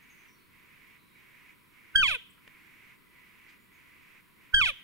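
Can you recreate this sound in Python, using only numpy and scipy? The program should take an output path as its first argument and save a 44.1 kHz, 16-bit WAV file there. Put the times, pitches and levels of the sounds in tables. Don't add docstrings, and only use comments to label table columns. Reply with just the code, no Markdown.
import sys
import numpy as np
from scipy import signal
from scipy.fft import rfft, irfft
from scipy.io import wavfile

SR = 44100
rng = np.random.default_rng(int(sys.argv[2]) if len(sys.argv) > 2 else 0)


def transcribe(signal):
    frames = np.atleast_2d(signal).T
    limited = np.clip(frames, -1, 1)
    pcm = np.round(limited * 32767).astype(np.int16)
    wavfile.write(sys.argv[1], SR, pcm)


N = 213355
TIME = np.arange(N) / SR
BINS = np.fft.rfftfreq(N, 1 / SR)
EDGE_HZ = 15780


def gain_of(db):
    return 10 ** (np.asarray(db) / 20)


def evened(x):
    return x / np.sqrt(np.mean(x ** 2) + 1e-20)


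def read(points, hz):
    f, value = np.transpose(points)
    return np.interp(np.log(hz + 1), np.log(f + 1), value)


def noise(colour_db, same):
    a, b = rfft(rng.standard_normal((2, N)))
    same = np.clip(same, -1, 1)
    pair = np.array([a, same * a + np.sqrt(1 - same ** 2) * b])
    return evened(irfft(pair * gain_of(colour_db), N))


def smooth(x, hz):
    return signal.sosfiltfilt(signal.butter(2, hz, fs=SR, output="sos"), x)


def wander(size, hz):
    drift = smooth(rng.standard_normal(size + 8000), hz)
    return evened(drift[4000:-4000])


def air(level_db=-62.5, dip_db=-5, dip_hz=720, dip_octaves=0.55):
    # (frequency [Hz], density [dB per Hz])
    colour = [(15, -53.5), (25, -4), (93, -1.5), (204, 1.5), (331, -1), (826, -20.5), (997, 1),
              (1080, -5.5), (1710, -11), (2170, -17.5), (2700, -12), (4040, -17), (6380, -28), (9550, -20),
              (15500, -16.5)]
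    # (frequency [Hz], correlation [-1 to 1])
    likeness = [(60, -0.22), (130, 0.29), (290, -0.17), (640, 0.58), (1410, 0.29), (3100, -0.21),
                (6820, 0.94), (15000, 0.32)]
    hollow_db = dip_db * np.exp(-(np.log2((BINS + 1) / dip_hz) / dip_octaves) ** 2)
    return gain_of(level_db) * noise(read(colour, BINS) + hollow_db, read(likeness, BINS))


def hiss(right_db=3.0, rise_s=0.12, fall_s=0.07, rest_db=-68.0, growth_db=4.5, flicker_db=.5,
         ring_hz=1990, ring_width_hz=45, ring_db=3):
    # (frequency [Hz], density [dB per Hz])
    colour = [(300, -32.5), (800, -19), (1050, -17.5), (1700, -7.5), (2000, -2), (2260, 1.5), (2750, -8),
              (3200, -15.5), (4200, -25.5), (7000, -28), (15000, -67)]
    # (start [s], end [s], level reached at the end, before the fade [dB])
    swells = [(-.2, 0.343, -57.5), (0.444, 1.024, -57.5), (1.054, 1.58, -57), (1.65, 2.256, -56.5),
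              (2.35, 2.993, -56.5), (3.05, 3.604, -57), (3.633, 4.241, -57), (4.3, 4.872, -57.5)]
    level = np.full(N, gain_of(rest_db))
    for start, end, db in swells:
        gate = np.clip(np.minimum((TIME - start) / rise_s, (end - TIME) / fall_s), 0, 1)
        swell_db = np.interp(TIME, [start, end], [db - growth_db, db])
        level = np.maximum(level, gate * gain_of(swell_db))
    colour_db = read(colour, BINS) + ring_db / (1 + ((BINS - ring_hz) / ring_width_hz) ** 2)
    ports = gain_of([[-right_db / 2], [right_db / 2]])
    flicker = gain_of(flicker_db * wander(N, 30))
    return flicker * level * ports * noise(colour_db, same=0.47)


def whine(level_db=-69, centre_hz=1990, width_hz=35, peak_s=3.38, spread_s=0.79):
    band_db = -20 * np.log10(1 + ((BINS - centre_hz) / width_hz) ** 2)
    bell = np.exp(-((TIME - peak_s) / spread_s) ** 2)
    return gain_of(level_db) * bell * noise(band_db, same=.5)


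def birds(blur=0.0365, blur_hz=410, echo_db=14):
    # (time [s], length [s], start pitch [Hz], end pitch [Hz], direct level [dB])
    chirps = [(0.02, 0.037, 6500, 6400, -79.5), (0.096, 0.045, 6530, 6200, -70),
              (0.18, 0.072, 6250, 6200, -76), (0.273, 0.094, 5900, 5540, -75),
              (0.341, 0.14, 4500, 4170, -80), (0.967, 0.27, 3970, 3840, -79.5),
              (2.298, 0.021, 7900, 8230, -69.5), (3.592, 0.079, 6700, 7500, -84),
              (3.73, 0.063, 6550, 6330, -80)]
    out = np.zeros(N)
    for s, length, start_hz, end_hz, db in chirps:
        count = int(length * SR)
        hz = np.linspace(start_hz, end_hz, count) * (1 + blur * wander(SR // 2, blur_hz)[:count])
        whistle = np.sin(2 * np.pi * np.cumsum(hz) / SR)
        whistle = whistle * signal.windows.tukey(count, .3) * np.linspace(1, .4, count)
        out[int(s * SR):][:count] += gain_of(db) * evened(whistle)
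    return out + gain_of(echo_db) * forest(np.array([out, out]))


def forest(x, build_s=0.012):
    # (frequency [Hz], level [dB])
    scatter = [(400, -31.5), (1550, -34), (1900, -31), (2600, -26), (3000, -9), (3200, -23), (3450, -13.5),
               (4150, -21.5), (4800, -21), (7000, -17), (14000, -29)]
    # (frequency [Hz], time [s])
    scatter_t60 = [(500, .35), (1500, 0.89), (3000, 0.5), (6000, 0.42), (12000, 0.23)]
    taps = rng.standard_normal((2, SR)) * (rng.random((2, SR)) < .08)
    hz, t, z = signal.stft(taps, SR, nperseg=256)
    fade = gain_of(-60 * t / read(scatter_t60, hz)[:, None]) * (1 - np.exp(-t / build_s))
    fade *= gain_of(read(scatter, hz))[:, None] / np.sqrt(np.mean(fade ** 2, axis=1, keepdims=True))
    tail = signal.istft(z * fade, SR, nperseg=256)[1] / np.linalg.norm(taps[0])
    return signal.fftconvolve(x, tail, axes=1)[:, :N]


def pitch(t, hold_s, octaves_per_s):
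    start_hz, top_target_hz, held_hz, flick_s, settle_s = 1532, 1647, 1557, .004, .027
    resonance_hz, first_skip_octaves, skip_shrink_octaves, skip_s = 2746, .355, .08, 0.00443
    target_hz = np.interp(t, [0, flick_s], [start_hz, top_target_hz])
    held = held_hz + (target_hz - held_hz) * np.exp(-np.maximum(t, 0) / settle_s)
    fallen = octaves_per_s * skip_s * np.logaddexp(0, (t - hold_s) / skip_s)
    skipped = 0
    for k in range(2, 7):
        skip = first_skip_octaves - skip_shrink_octaves * (k - 2)
        crossing_s = hold_s + (np.log2(k * held_hz / resonance_hz) - skipped - skip / 2) / octaves_per_s
        fallen = fallen + skip / (1 + np.exp((crossing_s - t) / skip_s))
        skipped += skip
    return held * 2 ** -fallen


def loudness(t, hz, length_s, release_db_per_s):
    # (pitch [Hz], fundamental [dB], overtones [dB], treble [dB], rasp [dB])
    registers = [(460, 9.5, -5, -22, -15), (680, 4.5, -2, 5, -12), (864, -7, 0, 5, -15.5),
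                 (1090, -1, 3, -2, -18), (1270, 2, 0, 2, -19.5), (1460, 2, 1, -0.5, -47)]
    attack_db_per_s, accent_db, accent_at_s, accent_s = 2298, 8.5, 0.00274, 0.0067
    overtones_db, late_s, overtones_attack_db_per_s, early_s = 3.5, 0.0035, 2198, 0.011
    effort = (attack_db_per_s * np.minimum(t, 0)
              + accent_db * np.exp(-((t - accent_at_s) / accent_s) ** 2)
              - release_db_per_s * np.maximum(t - length_s - early_s, 0))
    bright = (overtones_attack_db_per_s * np.minimum(t - late_s, 0)
              - release_db_per_s * np.clip(t - length_s, 0, early_s))
    at_hz, *columns = np.transpose(registers)
    fundamental, overtones, treble, rasp = (np.interp(hz, at_hz, c) for c in columns)
    return effort, fundamental, overtones_db + overtones + bright, treble, rasp + bright


def mew(start, hold_s, length_s, octaves_per_s, release_db_per_s, level_db,
        slope_db_per_octave=-6, fundamental_db=4, top_db_per_harmonic=-1.0, jitter_at_0db_rasp=0.022,
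        rasp_db=-22.0, comb_db=4, comb_hz=1190, grain_db=1.0, shimmer_db=4.0, shimmer_hz=90, build_s=0.00271):
    # (frequency [Hz], level [dB])
    left_colour = [(480, -65), (850, -65.5), (1300, -37.5), (1600, -35), (1830, -36), (2050, -49),
                   (2500, -22), (2630, -13.5), (2830, -32), (3190, -21), (3550, -30.5), (4000, -41),
                   (6100, -46.5), (9500, -53), (15000, -73.5)]
    right_colour = [(480, -64.5), (820, -50.5), (1300, -32.5), (1560, -31), (1740, -38.5), (2480, -18.5),
                    (2620, -16.5), (2850, -30.5), (3280, -22.5), (3900, -28), (4300, -38.5), (6000, -49.5),
                    (8000, -50), (9500, -48.5), (15000, -71)]
    # (frequency [Hz], phase [rad])
    lead = [(500, -2), (750, -3), (1300, 1.53), (2000, -3.5), (2500, -1.5), (2900, -2.5), (3250, -4.5),
            (5200, -4.5), (6500, -5.5)]
    # (frequency [Hz], density [dB per Hz])
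    rasp_colour = [(400, -40.5), (800, -55), (1500, -26), (2500, -1), (3400, 12), (4000, -11),
                   (4700, -16.5), (7400, -23), (8800, -11), (11200, -16), (12200, -26), (15500, -28)]
    span = (TIME >= start - .025) & (TIME < start + length_s + .05)
    t = TIME[span] - start
    hz = pitch(t, hold_s, octaves_per_s)
    effort, fundamental, overtones, treble, rasp = loudness(t, hz, length_s, release_db_per_s)
    hz = hz * (1 + jitter_at_0db_rasp * gain_of(rasp) * wander(N, 400)[span])
    phase = 2 * np.pi * np.cumsum(hz) / SR
    voice = np.zeros((2, len(t)))
    for k in np.arange(1, 25):
        f = k * np.interp(t - build_s, t, hz)
        source_db = slope_db_per_octave * np.log2(k / 2) + top_db_per_harmonic * max(k - 8, 0)
        source_db = source_db + (fundamental_db + fundamental if k == 1 else overtones)
        shimmer = shimmer_db * wander(SR // 2, shimmer_hz)[:len(t)]
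        ripple_db = comb_db * np.cos(2 * np.pi * f / comb_hz) + shimmer
        source_db = source_db + ripple_db * np.interp(f, [3500, 6000], [0, 1])
        source_db = source_db + treble * np.interp(f, [3700, 4500], [0, 1])
        port_db = np.array([read(left_colour, f), read(right_colour, f)])
        size = gain_of(source_db + port_db) * (f < EDGE_HZ)
        voice += np.sqrt(2) * size * np.cos([k * phase + read(lead, f), k * phase])
    rasp_same = np.interp(BINS, [4000, 7000], [-.3, .65])
    puffs = noise(read(rasp_colour, BINS), same=rasp_same)[:, span]
    puffs = puffs * (1 + np.cos(phase)) * gain_of(grain_db * wander(N, 120)[span])
    call = voice + gain_of(rasp_db + rasp) * puffs
    out = np.zeros((2, N))
    out[:, span] = gain_of(level_db + effort) * call * signal.windows.tukey(len(t), .03)
    return out


def bushes(x, level_db=-14, first_s=.007, decay_s=0.0028, taps_per_s=700, centre_hz=3500, octaves=1.0):
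    t = np.arange(SR // 8) / SR
    taps = rng.choice([-1, 1], (2, len(t))) * (rng.random((2, len(t))) < taps_per_s / SR)
    taps = taps * (t > first_s) * np.exp(-t / decay_s)
    taps = taps / np.linalg.norm(taps, axis=1, keepdims=True)
    echoes = signal.fftconvolve(x, taps, axes=1)[:, :N]
    band = 1 / np.sqrt(1 + (np.log2((BINS + 1) / centre_hz) / octaves) ** 8)
    return gain_of(level_db) * irfft(rfft(echoes) * band, N)


def brush():
    # (time [s], rise [s], decay [s], band centre [Hz], half-width [octaves], peak level [dB])
    snaps = [(2.378, .0021, .0064, 1300, .3, -58.5), (2.477, .0004, .0018, 2140, .43, -42.5),
             (2.474, .0021, .0042, 410, .35, -52.5), (3.478, .018, .022, 3270, .65, -63.5)]
    out = np.zeros((2, N))
    for s, rise, decay, hz, octaves, db in snaps:
        shape = np.clip((TIME - s) / rise, 0, 1) * np.exp(-np.maximum(TIME - s - rise, 0) / decay)
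        band_db = -10 * np.log10(1 + (np.log2((BINS + 1) / hz) / octaves) ** 4)
        tilt_db = -10 * np.log10(1 + BINS / hz)
        out += gain_of(db) * shape * noise(band_db + tilt_db, same=0.73)
    return out


def scene():
    # (start [s], held note [s], whole length [s], slide [octaves/s], release [dB/s], level [dB])
    mews = [(1.956, .07, 0.203, 5.45, 1895, -5), (4.542, .0675, 0.16, 6.05, 1118, -5)]
    calls = sum(mew(*row) for row in mews)
    background = air() + hiss() + whine() + birds() + brush()
    return calls + bushes(calls) + forest(calls) + background


def record(dry, thump_db=6, flutter_db=-19.0):
    # (frequency [Hz], density [dB per Hz])
    flutter_colour = [(15, 0.5), (45, -11), (100, -7), (170, -19), (350, -24.5), (600, -45.5), (2000, -87)]
    power = np.maximum(smooth((dry ** 2).mean(0), 130), 0)
    thump = signal.sosfilt(signal.butter(1, 12, "high", fs=SR, output="sos"), power)
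    flutter = np.sqrt(power) * noise(read(flutter_colour, BINS), same=-0.22)
    wet = dry + gain_of(thump_db) * np.array([thump, -thump]) + gain_of(flutter_db) * flutter
    low_pass = signal.firwin(701, EDGE_HZ, window=("kaiser", 9), fs=SR)
    return signal.oaconvolve(wet, low_pass[None], "same")


dry = scene()
out = record(dry)
transcribe(out)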